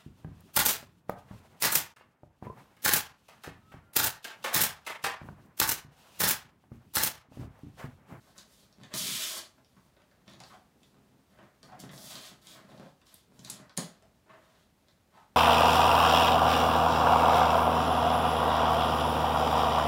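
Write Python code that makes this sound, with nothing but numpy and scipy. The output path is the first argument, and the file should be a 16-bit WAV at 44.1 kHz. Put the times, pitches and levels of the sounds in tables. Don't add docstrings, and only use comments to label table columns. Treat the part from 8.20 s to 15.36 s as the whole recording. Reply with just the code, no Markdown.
import sys
import numpy as np
from scipy import signal
from scipy.fft import rfft, irfft
from scipy.io import wavfile

SR = 44100
rng = np.random.default_rng(int(sys.argv[2]) if len(sys.argv) > 2 else 0)


def int16_out(signal):
    q = np.round(np.clip(np.atleast_2d(signal).T, -1, 1) * 32767)
    wavfile.write(sys.argv[1], SR, q.astype(np.int16))


def volts_from_db(level):
    exponent = np.asarray(level, float) / 20
    return 10 ** exponent


N = 315756


def rms_one(x):
    return x / np.sqrt(np.mean(x ** 2) + 1e-20)


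def peak_one(x):
    return x / np.max(np.abs(x))


def at_hz(points, hz):
    table_hz, values = np.array(points).T
    return np.interp(np.log(hz), np.log(table_hz), values)


def coloured(x, spectrum):
    hz = np.maximum(np.arange(len(x) // 2 + 1) * SR / len(x), 1)
    lowest_hz = spectrum[0][0]
    low_cut = (hz > 0.7 * lowest_hz) * np.minimum(1, hz / lowest_hz) ** 4
    return rms_one(irfft(rfft(x) * volts_from_db(at_hz(spectrum, hz)) * low_cut, len(x)))


def resonate(x, hz, width_hz):
    r = np.exp(-np.pi * width_hz / SR)
    feedback = [1, -2 * r * np.cos(2 * np.pi * hz / SR), r * r]
    return signal.lfilter([(1 - r * r) / 2, 0, (r * r - 1) / 2], feedback, x + 1e-18)


def body(x, modes):
    out = 0
    for k, (hz, width_hz, db) in enumerate(modes):
        out = out + (-1) ** k * volts_from_db(db) * resonate(x, hz, width_hz)
    return out


def drift(rate_hz):
    r = np.exp(-2 * np.pi * rate_hz / SR)
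    slow = signal.lfilter([1], [1, -2 * r, r * r], rng.standard_normal(N + SR))
    return rms_one(slow[SR:])


def ticks(per_s, spread_db, clump_db, clumps_per_s):
    sizes = volts_from_db(spread_db * np.minimum(rng.exponential(1, N), 5)) * rng.choice([-1, 1], N)
    born = rng.random(N) < per_s / SR
    return sizes * born * volts_from_db(clump_db * drift(clumps_per_s))


def strokes(rows, fall_db_per_s):
    t, power = np.arange(N) / SR, np.zeros((2, N))
    rise_from_db = -10
    for start, rise, hold, *db in rows:
        on = slice(max(int(start * SR), 0), int((start + rise + hold + 0.3) * SR))
        since = t[on] - start
        rise_db = rise_from_db * np.clip(1 - since / max(rise, 1e-3), 0, 1)
        fall_db = fall_db_per_s * np.maximum(since - rise - hold, 0)
        power[:, on] += volts_from_db(2 * (rise_db - fall_db + np.array(db)[:, None]))
    return np.sqrt(power)


def add(out, s, sound):
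    i = max(round(s * SR), 0)
    out[i:i + len(sound)] += sound[:N - i]


# time in seconds, rip level in dB, treble above the rip in dB.
TEAR = [
    (0.70, -68, -4),
    (0.73, -54, -12),
    (0.742, -46, 12.5),
    (0.79, -43, 13),
    (0.876, -37, 6),
    (1.002, -36.5, 4.5),
    (1.09, -42, 9),
    (1.19, -49, 13),
    (1.26, -65, -22),
]
# start, rise and hold in seconds, rip level in dB, treble above it in dB.
RIPS = [(0.0, 0.0033, 0.11, -75.5, 10), (0.154, 0.014, 0.038, -66, 8), (0.255, 0.066, 0.11, -71, 11),
        (0.588, 0.043, .04, -72.5, -1), (1.447, 0.049, 0.17, -86.5, 14), (2.059, .012, 0.061, -66, -3),
        (2.188, 0.068, 0.076, -66.5, 4.5), (2.566, 0.082, .04, -89, 20), (3.07, 0.026, 0.07, -82.5, 8),
        (3.426, 0.0057, 0.045, -77, 12), (3.59, 0.0029, 0.01, -60.5, 12.5), (3.71, 0.1, 0.1, -64.5, 20),
        (3.815, 0.1, 0.16, -53, 4.5), (4.214, 0.078, 0.054, -59.5, 7.5), (4.405, 0.12, .15, -72.5, 3.5),
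        (4.854, 0.013, 0.12, -70, 7.5), (5.132, 0.13, 0.037, -73, 14), (5.24, 0.0061, .09, -60, 6),
        (5.568, 0.0028, 0.0068, -44.5, 7.5), (5.592, .012, 0.15, -75, -12), (6.098, 0.15, 0.18, -74.5, 1.5),
        (6.66, 0.021, 0.03, -82, 7), (6.897, .06, 0.045, -76.5, 4)]
# frequency in Hz, level in dB per Hz.
RIP_SPECTRUM = [(530, -78), (900, -7.5), (1250, -1.5), (1380, -3), (2390, 7.5), (2600, 3.5), (3010, 10.5),
                (3610, 8.5), (4750, -6.5), (8000, -3), (10400, -36), (17600, -120)]
# frequency in Hz, level in dB per Hz.
RIP_TREBLE = [(4500, 2), (7500, 0), (10000, 2), (13000, -0.5), (16500, -4.5)]


def tearing():
    t = np.arange(N) / SR
    s, db, bright_db = np.transpose(TEAR)
    levels_db = [np.interp(t, s, db), np.interp(t, s, db + bright_db)]
    tear = ((t >= s[0]) & (t < s[-1])) * volts_from_db(levels_db)
    rows = [(start, rise, hold, db, db + bright) for start, rise, hold, db, bright in RIPS]
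    rip, treble = np.hypot(tear, strokes(rows, fall_db_per_s=252))

    fibres = ticks(6000, spread_db=2.0, clump_db=1.3, clumps_per_s=41)
    out = volts_from_db(-7.0) * rip * coloured(fibres, RIP_SPECTRUM)
    out += volts_from_db(-8.0) * treble * coloured(fibres, RIP_TREBLE)

    creases = ticks(90, spread_db=2.8, clump_db=3.0, clumps_per_s=15)
    crackle_hz, crackle_db = 3900, -6
    crackle = resonate(resonate(creases, crackle_hz, 1700), crackle_hz, 3000)
    return out + volts_from_db(crackle_db) * np.minimum(rip, volts_from_db(-59)) * rms_one(crackle)


# start, rise and hold in seconds, sheet and box levels in dB.
RUSTLES = [(0.0, 0.0033, 0.15, -68, -70.5), (.15, 0.012, 0.01, -57, -71), (.25, 0.031, 0.46, -78, -68),
           (.6, 0.014, 0.016, -64, -62), (.70, 0.024, .08, -50, -69), (.8, 0.031, 0.11, -59, -49),
           (.95, 0.12, 0.1, -51, -65.5), (1.45, 0.074, 0.68, -81.5, -76), (2.06, 0.015, 0.14, -69, -60.5),
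           (2.29, 0.028, 0.024, -61.5, -57), (2.45, 0.03, 0.49, -94, -68.5), (3.1, 0.12, 0.024, -61, -62),
           (3.424, 0.0061, 0.22, -67, -59), (3.53, 0.019, 0.19, -60.5, -55.5),
           (3.7, 0.13, 0.26, -59, -58.5), (4.22, 0.14, 0.041, -58, -56), (4.44, 0.055, 0.15, -70, -55.5),
           (4.87, 0.016, 0.029, -67, -76), (5.08, 0.017, 0.017, -87, -63.5), (5.15, 0.15, 0.13, -62, -61),
           (5.575, 0.012, 0.083, -59.5, -71), (5.815, 0.0045, 0.011, -85, -61),
           (6.06, 0.054, 0.036, -58.5, -68.5), (6.17, 0.018, 0.18, -68, -81),
           (6.9, 0.051, 0.041, -67.5, -81)]
# frequency in Hz, width in Hz, level in dB.
SHEET = [(334, 31, 0), (615, 51, 4.5), (802, 147, -3), (988, 500, 0), (1215, 474, 1), (1728, 620, -5),
         (2050, 2000, -26)]
# frequency in Hz, width in Hz, level in dB.
BOX = [(126, 11.6, -2), (149, 19, -0.5), (202, 60.4, -0.5), (243.2, 29, 0), (245, 43, -3)]


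def rustling():
    sheet, box = strokes(RUSTLES, fall_db_per_s=186)
    grains = ticks(1500, spread_db=2.5, clump_db=3.0, clumps_per_s=30)
    pushes = ticks(200, spread_db=4.0, clump_db=3.5, clumps_per_s=40)
    out = volts_from_db(-4.0) * sheet * rms_one(body(grains, SHEET))
    return out + volts_from_db(-0.5) * box * rms_one(body(pushes, BOX))


# frequency in Hz, level in dB per Hz.
HUSH = [(15, -12), (25, -25), (55, 4), (114, 1.5), (245, 0.5), (304, -5), (445, -6.5), (617, -7),
        (831, -10), (1730, -16), (2270, -17.5), (3700, -19.5), (12200, -26.5), (15200, -26), (16500, -31)]


def house_hush():
    level_db = -67.5 + 0.5 * drift(14.0)
    return volts_from_db(level_db) * coloured(rng.standard_normal(N), HUSH)


# frequency in Hz, time to fall by 60 dB in seconds.
ROOM_T60 = [(100, 0.23), (500, 0.35), (2000, 0.24), (5000, 0.29), (12000, 0.23)]


def room(x):
    first_echo_s, wall_loss_db_at_10k = 0.001, -11.5
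    bass_loss_db, bass_hz = -6, 480
    t, edges = np.arange(SR // 2) / SR, 120 * 2 ** np.arange(0, 7.6, 0.5)
    white, tail = rng.standard_normal((2, len(t))), 0
    for k, (low, high) in enumerate(zip(edges, edges[1:])):
        band_pass = signal.butter(2, [low, high], "band", fs=SR, output="sos")
        band = signal.sosfilt(band_pass, white[k % 2])
        loss_db = bass_loss_db * (low <= bass_hz) + wall_loss_db_at_10k * low / 1e4
        decay_db = -60 * t / at_hz(ROOM_T60, np.sqrt(low * high))
        tail = tail + band * volts_from_db(loss_db + decay_db)
    tail = tail * np.clip(t / first_echo_s - 1, 0, 1)
    return signal.fftconvolve(x, tail / np.sqrt(np.sum(tail ** 2)))[:N]


# time in seconds, peak in dB, pitch in Hz, box level in dB.
KNOCKS = [(0.072, -52, 670, -56), (0.634, -45.5, 1740, -48), (0.738, -38.5, 374, -68),
          (1.38, -54, 620, -46.5), (1.566, -53.5, 950, -44), (1.767, -56, 624, -72),
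          (1.914, -53.5, 603, -70), (2.07, -51, 657, -64), (2.204, -41.5, 770, -65),
          (2.303, -44.5, 1150, -67), (2.33, -41.5, 704, -73), (2.556, -59, 295, -65),
          (3.189, -67, 640, -66), (3.433, -48, 315, -56), (3.486, -44, 790, -60), (3.521, -37, 714, -68),
          (3.646, -54, 327, -56), (3.779, -44, 620, -40), (3.905, -40, 650, -67), (5.183, -53.5, 625, -60),
          (5.275, -45, 860, -48), (5.579, -29.5, 618, -56), (5.582, -22, 171, -56),
          (5.827, -51.5, 634, -57), (6.061, -52, 365, -68), (6.095, -42.5, 1070, -73),
          (7.021, -48.5, 920, -66), (6.94, -48, 920, -54), (6.972, -44, 900, -70)]


def knocks():
    contact_s = 0.012
    rows = [*KNOCKS, *rub_slips()]
    out, t = np.zeros(N), np.arange(SR // 8) / SR
    for s, db, hz, box_db in rows:
        contact = rng.standard_normal(len(t)) * np.exp(-t / contact_s)
        panel = resonate(resonate(contact, hz, 0.14 * hz), hz, 2.6 * hz)
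        sound = volts_from_db(db - 6.5) * peak_one(panel)
        sound += volts_from_db(box_db - 9) * peak_one(body(contact, BOX))
        add(out, s, sound)
    return out


# time in seconds, peak in dB, pitch in Hz, sheet and box levels in dB.
SNAPS = [(0.18, -41.5, 6800, -59, -59), (0.185, -39.5, 4220, -62, -70), (0.635, -44, 3370, -48.5, -75),
         (0.7387, -29, 3380, -33.5, -37), (2.0792, -47.5, 3120, -45, -47.5), (2.1353, -50, 4200, -47, -63),
         (2.2029, -42.5, 3940, -45.5, -51.5), (2.2371, -43, 4420, -45, -66),
         (3.1877, -62, 3700, -44, -56.5), (3.4301, -44, 4170, -50, -54), (3.5203, -58, 3570, -64, -51),
         (3.6014, -39, 6000, -71, -53), (3.693, -46.5, 3430, -44, -46), (3.7332, -52, 3670, -43, -44),
         (3.7777, -42, 4430, -61, -53), (3.9547, -35, 4330, -44, -73), (4.2704, -39, 3600, -75, -68),
         (5.1926, -45.5, 4370, -64, -46.5), (5.2482, -36.5, 5140, -54, -48),
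         (5.299, -30.5, 5800, -64, -46.5), (5.3015, -29, 11200, -68, -70), (5.304, -36, 7260, -62, -70),
         (5.5754, -19.5, 6430, -31.5, -35.5), (6.102, -65, 2550, -46, -57)]
# time in seconds, peak in dB, pitch in Hz, sheet level in dB.
CREASES = [(0.5263, -56.5, 4220, -68), (1.4468, -57.5, 3400, -79), (1.7667, -64, 3730, -55),
           (1.801, -66, 2500, -57), (1.8186, -64, 3640, -61), (1.9127, -65.5, 3690, -58),
           (2.606, -68, 4400, -86), (2.6318, -54, 3540, -78), (2.098, -53.5, 5100, -56),
           (4.2174, -63, 4070, -68), (4.8157, -57, 3020, -59), (4.8682, -56, 3580, -58),
           (4.942, -41.5, 11400, -69), (5.495, -50.5, 3430, -49.5), (5.8244, -55, 4460, -58),
           (6.6845, -53, 3560, -59.5)]


def snaps():
    crack_s, sheet_s, thud_s = 0.0013, 0.006, 0.00075
    treble_db, crease_box_db = -11, -93
    out, t = np.zeros(N), np.arange(SR // 8) / SR
    high = signal.butter(2, 7500, "high", fs=SR, output="sos")
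    rows = [*SNAPS, *[(*row, crease_box_db) for row in CREASES]]
    for s, db, hz, sheet_db, box_db in rows:
        noise = rng.standard_normal(len(t))
        crack = noise * np.exp(-t / crack_s)
        ring = resonate(resonate(crack, hz, 0.63 * hz), hz, 3.6 * hz)
        sound = volts_from_db(db + 4.0) * peak_one(ring)
        sound += volts_from_db(db + treble_db) * peak_one(signal.sosfilt(high, crack))
        sound += volts_from_db(sheet_db - 2.5) * peak_one(body(noise * np.exp(-t / sheet_s), SHEET))
        sound += volts_from_db(box_db - 1.5) * peak_one(body(t * np.exp(-t / thud_s), BOX))
        add(out, s, sound)
    return out


def rub_slips():
    start_s, slips_per_s, count = 4.485, 34, 7
    early, louder, higher = rng.standard_normal((3, count))
    s = start_s + (np.arange(count) + 0.1 * early) / slips_per_s
    peak_db, box_db = -45.5 + 1.6 * louder, -51 + 2.0 * louder
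    hz = 570 * (1 + 0.052 * higher)
    return list(zip(s, peak_db, hz, box_db))


def scene():
    parcel = tearing() + rustling() + knocks() + snaps()
    echoes = volts_from_db(-1.5) * room(parcel)
    return (parcel + echoes + house_hush())[None]


def band_limit(x):
    return signal.sosfilt(signal.butter(12, 16830, fs=SR, output="sos"), x)


def record(dry):
    top_cut = signal.cheby2(14, 60, 16500, fs=SR, output="sos")
    return band_limit(signal.sosfilt(top_cut, dry))


dry = scene()
out = record(dry)
int16_out(out)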